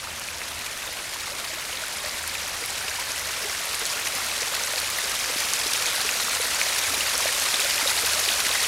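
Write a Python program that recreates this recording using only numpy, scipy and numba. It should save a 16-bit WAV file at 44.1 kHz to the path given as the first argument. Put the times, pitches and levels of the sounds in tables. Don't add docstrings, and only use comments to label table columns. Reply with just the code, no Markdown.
import sys
import numpy as np
from scipy import signal
from scipy.fft import rfft, irfft, next_fast_len
from scipy.io import wavfile
from scipy.ndimage import uniform_filter1d
from numba import njit

SR = 44100
rng = np.random.default_rng(int(sys.argv[2]) if len(sys.argv) > 2 else 0)


def file_out(sig):
    cols = np.atleast_2d(sig).T
    lim = np.clip(cols, -1, 1)
    pcm = np.round(lim * 32767).astype(np.int16)
    wavfile.write(sys.argv[1], SR, pcm)


def ratio(d):
    e = np.asarray(d, float) / 20
    return 10 ** e


N = 382347
CLIMB = 0.015


def rms_one(x):
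    return x / np.sqrt(np.mean(x ** 2) + 1e-20)


def in_time(rows):
    s, *columns = np.transpose(rows)
    return [np.interp(np.arange(N) / SR, s, column) for column in columns]


def at_hz(points, hz):
    point_hz, point_db = np.transpose(points)
    return np.interp(np.log(hz), np.log(point_hz), point_db)


def colour(x, spectrum):
    size = next_fast_len(N)
    hz = np.arange(size // 2 + 1) * SR / size + 1
    shaped = rfft(x, size) * ratio(at_hz(spectrum, hz))
    return rms_one(irfft(shaped, size)[:N])


def drift(rate):
    r = np.exp(-16 * np.pi * rate / SR)
    noise = rng.standard_normal(N // 8 + 4002)
    slow = signal.lfilter([1], [1, -2 * r, r * r], noise)[4000:]
    return np.interp(np.arange(N) / 8, np.arange(len(slow)), rms_one(slow))


def flutter(rate):
    quick = drift(rate)
    return rms_one(quick - uniform_filter1d(quick, size=SR // 11))


@njit
def add(out, peak_s, height, hz, cycles, phase, climb, rate):
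    for i in range(len(hz)):
        rise = cycles[i] / 2.45 / hz[i] * rate
        start = int(peak_s[i] * rate - rise)
        for n in range(max(0, -start), min(int(8 * rise), len(out) - start)):
            u = n / rise
            turn = 2 * np.pi * hz[i] * (n - rise) / rate * (1 + climb * (u - 1) / 2)
            out[start + n] += height[i] * u * np.exp(1 - u) * np.sin(turn + phase[i])


# time in seconds, splash level in dB.
APPROACH = [
    (0.0, -37.5),
    (0.8, -36),
    (2.4, -33.5),
    (4.4, -30),
    (5.9, -28),
    (8.1, -25.5),
    (8.67, -26),
]


def approach():
    splash_db, = in_time(APPROACH)
    past_midway_db = splash_db + 30
    gurgle_db = -42 + 0.61 * past_midway_db
    babble_db = -34.5 + 0.73 * past_midway_db
    return splash_db, gurgle_db, babble_db


def nearness_db(hz, splash_db, gurgle_db, babble_db):
    low = np.clip(np.log(1400 / hz) / np.log(1400 / 800), 0, 1)
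    high = np.clip(np.log(hz / 2300) / np.log(3600 / 2300), 0, 1)
    middle = 1 - low - high
    return low * (gurgle_db + 14) + high * (splash_db + 2) + middle * (babble_db + 6.5)


# frequency in Hz, level in dB per Hz.
FROTH = [(120, -44), (200, -12.5), (231, -8.5), (344, -13), (405, -6), (570, 0.5), (775, -2.5), (2290, 2.5),
         (3120, -2.5), (3800, -0.5), (10500, -5.5), (11900, -11.5), (15000, -15)]


def froth(splash_db, gurgle_db, babble_db, per_s, spread_db, clump_db, cycles, climb):
    place, pitch, size, length, phase = rng.random((5, int(per_s * N / SR)))
    at = (place * (N - 1)).astype(int)
    hz = (200 ** 0.5 + pitch * (15500 ** 0.5 - 200 ** 0.5)) ** 2
    size_db = spread_db * np.minimum(-np.log(size + 1e-9), 4)
    lows, highs = flutter(21), flutter(51)
    clumps = np.where(hz < 1500, lows[at], 0.52 * lows[at] + highs[at])
    turns = cycles * (0.6 + 0.8 * length)
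    height = ratio(size_db + clump_db * clumps + at_hz(FROTH, hz)) * hz ** 0.75
    power = np.sum(height ** 2 * turns / hz) * 0.377 * SR / N
    height = height * ratio(nearness_db(hz, splash_db[at], gurgle_db[at], babble_db[at]))
    near = np.zeros(N)
    add(near, at / SR, height, hz, turns, 2 * np.pi * phase, climb, SR)
    return near / np.sqrt(power)


# frequency in Hz, level in dB per Hz.
SPATTER = [(500, -25), (1500, -2), (4000, 2.5), (9000, -4.5), (12000, -4.5), (16000, -30)]


def spatter(per_s, spread_db, clump_db, burst_s):
    sizes = ratio(spread_db * np.minimum(rng.exponential(1, N), 3.5))
    flurries_db = clump_db * (flutter(22) + 0.7 * flutter(45))
    struck = rng.random(N) < per_s * ratio(flurries_db) / SR
    fade = signal.lfilter([1], [1, -np.exp(-1 / (burst_s * SR))], sizes * struck + 1e-18)
    return colour(fade * rng.standard_normal(N), SPATTER)


# frequency in Hz, level in dB per Hz.
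HISS = [(120, -40), (200, -15), (333, -13), (576, -4.5), (757, -3), (1850, 0.5), (3200, -1.5), (5630, -2.5),
        (10300, -6.5), (13000, -13), (15700, -26)]


def hiss(splash_db, gurgle_db, babble_db, flicker_db):
    spray = colour(rng.standard_normal(N), HISS) * ratio(flicker_db * flutter(25))
    low = signal.sosfilt(signal.butter(2, 1050, fs=SR, output="sos"), spray)
    high = signal.sosfilt(signal.butter(2, 2800, "high", fs=SR, output="sos"), spray - low)
    middle = spray - low - high
    return low * ratio(gurgle_db + 12.5) + high * ratio(splash_db + 3) + middle * ratio(babble_db + 6.5)


# time in seconds, level in dB.
DRONE = [(0.0, -67), (0.09, -51), (0.46, -58), (0.55, -47), (0.82, -70), (1.62, -58), (1.71, -76),
         (2.27, -49.5), (3.09, -58), (3.24, -52), (4.01, -68), (4.05, -55.5), (6.76, -60), (6.88, -48),
         (7.48, -60), (8.09, -49), (8.67, -56)]
# multiple of its base pitch, level in dB.
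DRONE_ORDERS = [
    (1, 0),
    (4 / 3, -9.5),
    (2.2, -13.5),
]


def far_engine():
    base_hz = 78.1 + 0.54 * drift(2.7)
    turn = 2 * np.pi * np.cumsum(base_hz) / SR
    drone = sum(ratio(db + 1.5 * drift(3.9)) * np.sin(k * turn) for k, db in DRONE_ORDERS)
    return ratio(in_time(DRONE)[0] + 2) * drone


# frequency in Hz, level in dB per Hz.
RUMBLE = [(12, -35), (20, -6.5), (80, -1), (198, -8.5), (258, -9.5), (400, -6.5), (520, -32), (880, -120)]


def far_traffic():
    return ratio(-50.5) * colour(rng.standard_normal(N), RUMBLE)


def lesser_bubbles(splash_db):
    per_s, low_hz, high_hz = 14, 703, 8340
    place, pitch, length = rng.random((3, int(per_s * N / SR)))
    hz = low_hz * (high_hz / low_hz) ** pitch
    over_splash_db = 1.5 + 4 * np.log2(hz / 1000)
    peak_db = splash_db[(place * N).astype(int)] + over_splash_db
    cycles = 5.3 * (0.5 + length)
    return np.transpose([place * N / SR, peak_db, hz, cycles])


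# time of the peak in seconds, peak level in dB, pitch in Hz, length in cycles at half height.
PLOPS = [(0.0728, -20, 1250, 2.9), (1.276, -29, 1120, 11), (1.3205, -32, 567, 9.7),
         (1.4415, -22.5, 1260, 2.7), (1.5332, -28.5, 520, 2.3), (1.8382, -23, 1460, 7),
         (2.0441, -29, 597, 5.5), (2.0634, -34, 600, 14), (2.2408, -21, 1470, 3.4), (2.6244, -32, 470, 8.5),
         (2.813, -22, 1480, 4.9), (2.9882, -26.5, 950, 10), (3.4527, -29.5, 410, 8.6),
         (3.8225, -30, 440, 6.1), (3.9704, -25, 1370, 10), (4.2676, -24, 1370, 7.5),
         (4.422, -24.5, 463, 3.1), (4.7377, -27, 620, 5.4), (5.0401, -29, 450, 3.9),
         (5.3014, -26, 493, 3.9), (5.6634, -28, 417, 3.7), (6.0516, -29, 416, 6.2),
         (6.2831, -18, 1230, 3.4), (6.402, -23.5, 480, 4.7), (6.6649, -26, 606, 4.8),
         (7.2572, -17.5, 617, 3.6), (7.6528, -24.5, 633, 3.5), (8.1684, -28.5, 625, 7.4),
         (7.8606, -21, 543, 5.6), (8.0377, -21, 472, 3.9)]
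# time of the peak in seconds, peak
# level in dB, pitch in Hz, length in cycles at half height.
TICKS = [(0.4167, -12.5, 1900, 1.5), (1.729, -16, 2880, 3.8), (2.049, -14.5, 4220, 2.9),
         (2.0946, -14, 4840, 4.6), (2.3532, -14.5, 2450, 4.1), (2.431, -14, 5480, 3.2),
         (2.6393, -16.5, 2100, 4.4), (2.7046, -14, 7760, 5.1), (2.883, -18, 2630, 6.3),
         (3.1192, -10, 6200, 4.6), (3.4976, -15, 5480, 4.6), (3.753, -14, 8300, 6.7),
         (3.8543, -7.5, 7120, 2.6), (0.8771, -22, 3540, 6.4), (0.287, -22, 2470, 9.2),
         (4.637, -11, 5980, 5.3), (5.3937, -13, 5980, 3.9), (5.5357, -2, 6370, 2.5),
         (5.6134, -12, 5450, 3.5), (5.7351, -3, 5500, 2.2), (5.865, -11, 6440, 9.3),
         (6.006, -11, 4080, 4.8), (6.091, -8, 2600, 4.1), (6.1122, -8, 6520, 5.3), (6.3507, -8, 7120, 3.5),
         (6.6153, -8, 2260, 2.8), (7.399, -8, 7760, 4.2), (7.5431, -7.5, 3540, 5.8),
         (7.8756, -10, 3800, 10), (8.2898, -10.5, 3000, 3.8)]
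# time of the peak in seconds, peak
# level in dB, pitch in Hz, length in cycles at half height.
MORE_TICKS = [(1.4764, -21, 4600, 7), (1.773, -20, 3870, 4.5), (2.897, -16, 5950, 4.6), (3.901, -14, 5020, 5.1),
              (4.42, -13, 5980, 5.3), (4.431, -16, 2100, 2.5), (4.7367, -16, 2100, 1.7),
              (4.7596, -11, 4220, 2.6), (5.679, -17, 5940, 12), (5.7506, -13, 2940, 3.5),
              (5.924, -13, 3870, 5.1), (6.1392, -14, 4400, 5.8), (6.547, -13, 7060, 7.5),
              (7.008, -13.5, 2830, 8.8), (7.154, -10, 5300, 4.6), (7.5963, -11, 2500, 4), (7.622, -16, 3300, 9),
              (7.709, -9, 4600, 3.5), (8.3219, -11, 3540, 3), (8.4507, -14.5, 2300, 2.3),
              (8.5142, -12, 3800, 7.2), (8.6478, -12, 2980, 3.9)]
# time of the peak in seconds, peak level in dB, pitch in Hz, length in cycles at half height.
GULPS = [
    (5.3624, -30, 260, 1.3),
    (6.2465, -40, 235, 9.2),
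    (6.9107, -36, 280, 7.1),
    (6.9767, -31, 340, 2.4),
    (7.541, -36, 260, 3.1),
    (7.5927, -31.5, 400, 3.9),
    (7.8294, -33, 280, 2.2),
    (8.28, -30, 400, 3),
    (8.467, -34, 220, 2.2),
]


def big_bubbles(lesser, shorten, snap_db, snap_cycles):
    s, peak_db, hz, cycles = np.vstack([PLOPS, GULPS, TICKS, MORE_TICKS, lesser]).T
    ring_phase, snap_pitch, snap_phase = rng.random((3, len(s)))
    out = np.zeros(N)
    ring_cycles = np.clip(shorten * cycles, 1, 14)
    add(out, s, ratio(peak_db - 3), hz, ring_cycles, 2 * np.pi * ring_phase, CLIMB, SR)
    snap_hz = hz * 2 ** (1.5 * snap_pitch - 0.7)
    add(out, s, ratio(peak_db + snap_db), snap_hz, snap_cycles + 0 * s, 2 * np.pi * snap_phase, CLIMB, SR)
    return out


# time of the peak in seconds, level of the top octave in dB.
SPLATS = [(0.1964, -27), (0.5917, -29), (1.6124, -30), (1.8832, -27), (2.277, -22), (2.6599, -20),
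          (2.9997, -23), (3.1951, -26), (3.6561, -24), (3.7967, -23), (3.8659, -20), (4.0846, -25),
          (4.1513, -21), (4.5509, -23), (4.801, -20), (4.9016, -22), (5.4065, -21), (5.5355, -20),
          (5.593, -26), (5.7368, -20), (5.7754, -21), (5.9532, -21), (6.2173, -22), (6.7897, -19),
          (7.1787, -16), (7.2067, -19), (7.3286, -21), (7.6004, -18), (8.061, -16), (8.2, -18)]
# frequency in Hz, level in dB per Hz.
CRACK = [(2000, -28), (5000, -2), (8000, 0), (11000, 4), (16000, -13.5)]


def big_splats(burst_s):
    s, peak_db = np.transpose(SPLATS)
    hits = np.zeros(N)
    hits[((s - burst_s) * SR).astype(int)] = ratio(peak_db - 1.5) * np.e / (burst_s * SR)
    r = np.exp(-1 / (burst_s * SR))
    fade = signal.lfilter([1], [1, -2 * r, r * r], hits + 1e-18)
    return fade * colour(rng.choice([-1.0, 1.0], N), CRACK)


def scene():
    levels = splash_db, gurgle_db, babble_db = approach()
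    water = ratio(-1.5) * froth(*levels, per_s=10000, spread_db=3.5, clump_db=1.31, cycles=5, climb=CLIMB)
    water += ratio(splash_db - 8) * spatter(per_s=700, spread_db=5, clump_db=5, burst_s=0.0014)
    water += ratio(-5) * hiss(*levels, flicker_db=0.1)
    water += big_bubbles(lesser_bubbles(splash_db), shorten=0.94, snap_db=-9, snap_cycles=1.7)
    mix = water + big_splats(burst_s=0.00072) + far_engine() + far_traffic()
    return mix[None]


def low_pass(x):
    return signal.sosfilt(signal.butter(12, 15740, fs=SR, output="sos"), x)


def record(dry):
    notch_hz, notch_width_hz, top_hz = 7637, 110, 15800
    notched = signal.lfilter(*signal.iirnotch(notch_hz, notch_hz / notch_width_hz, fs=SR), dry)
    cut = signal.sosfilt(signal.ellip(12, 0.5, 90, top_hz, fs=SR, output="sos"), notched)
    return low_pass(cut)


dry = scene()
out = record(dry)
file_out(out)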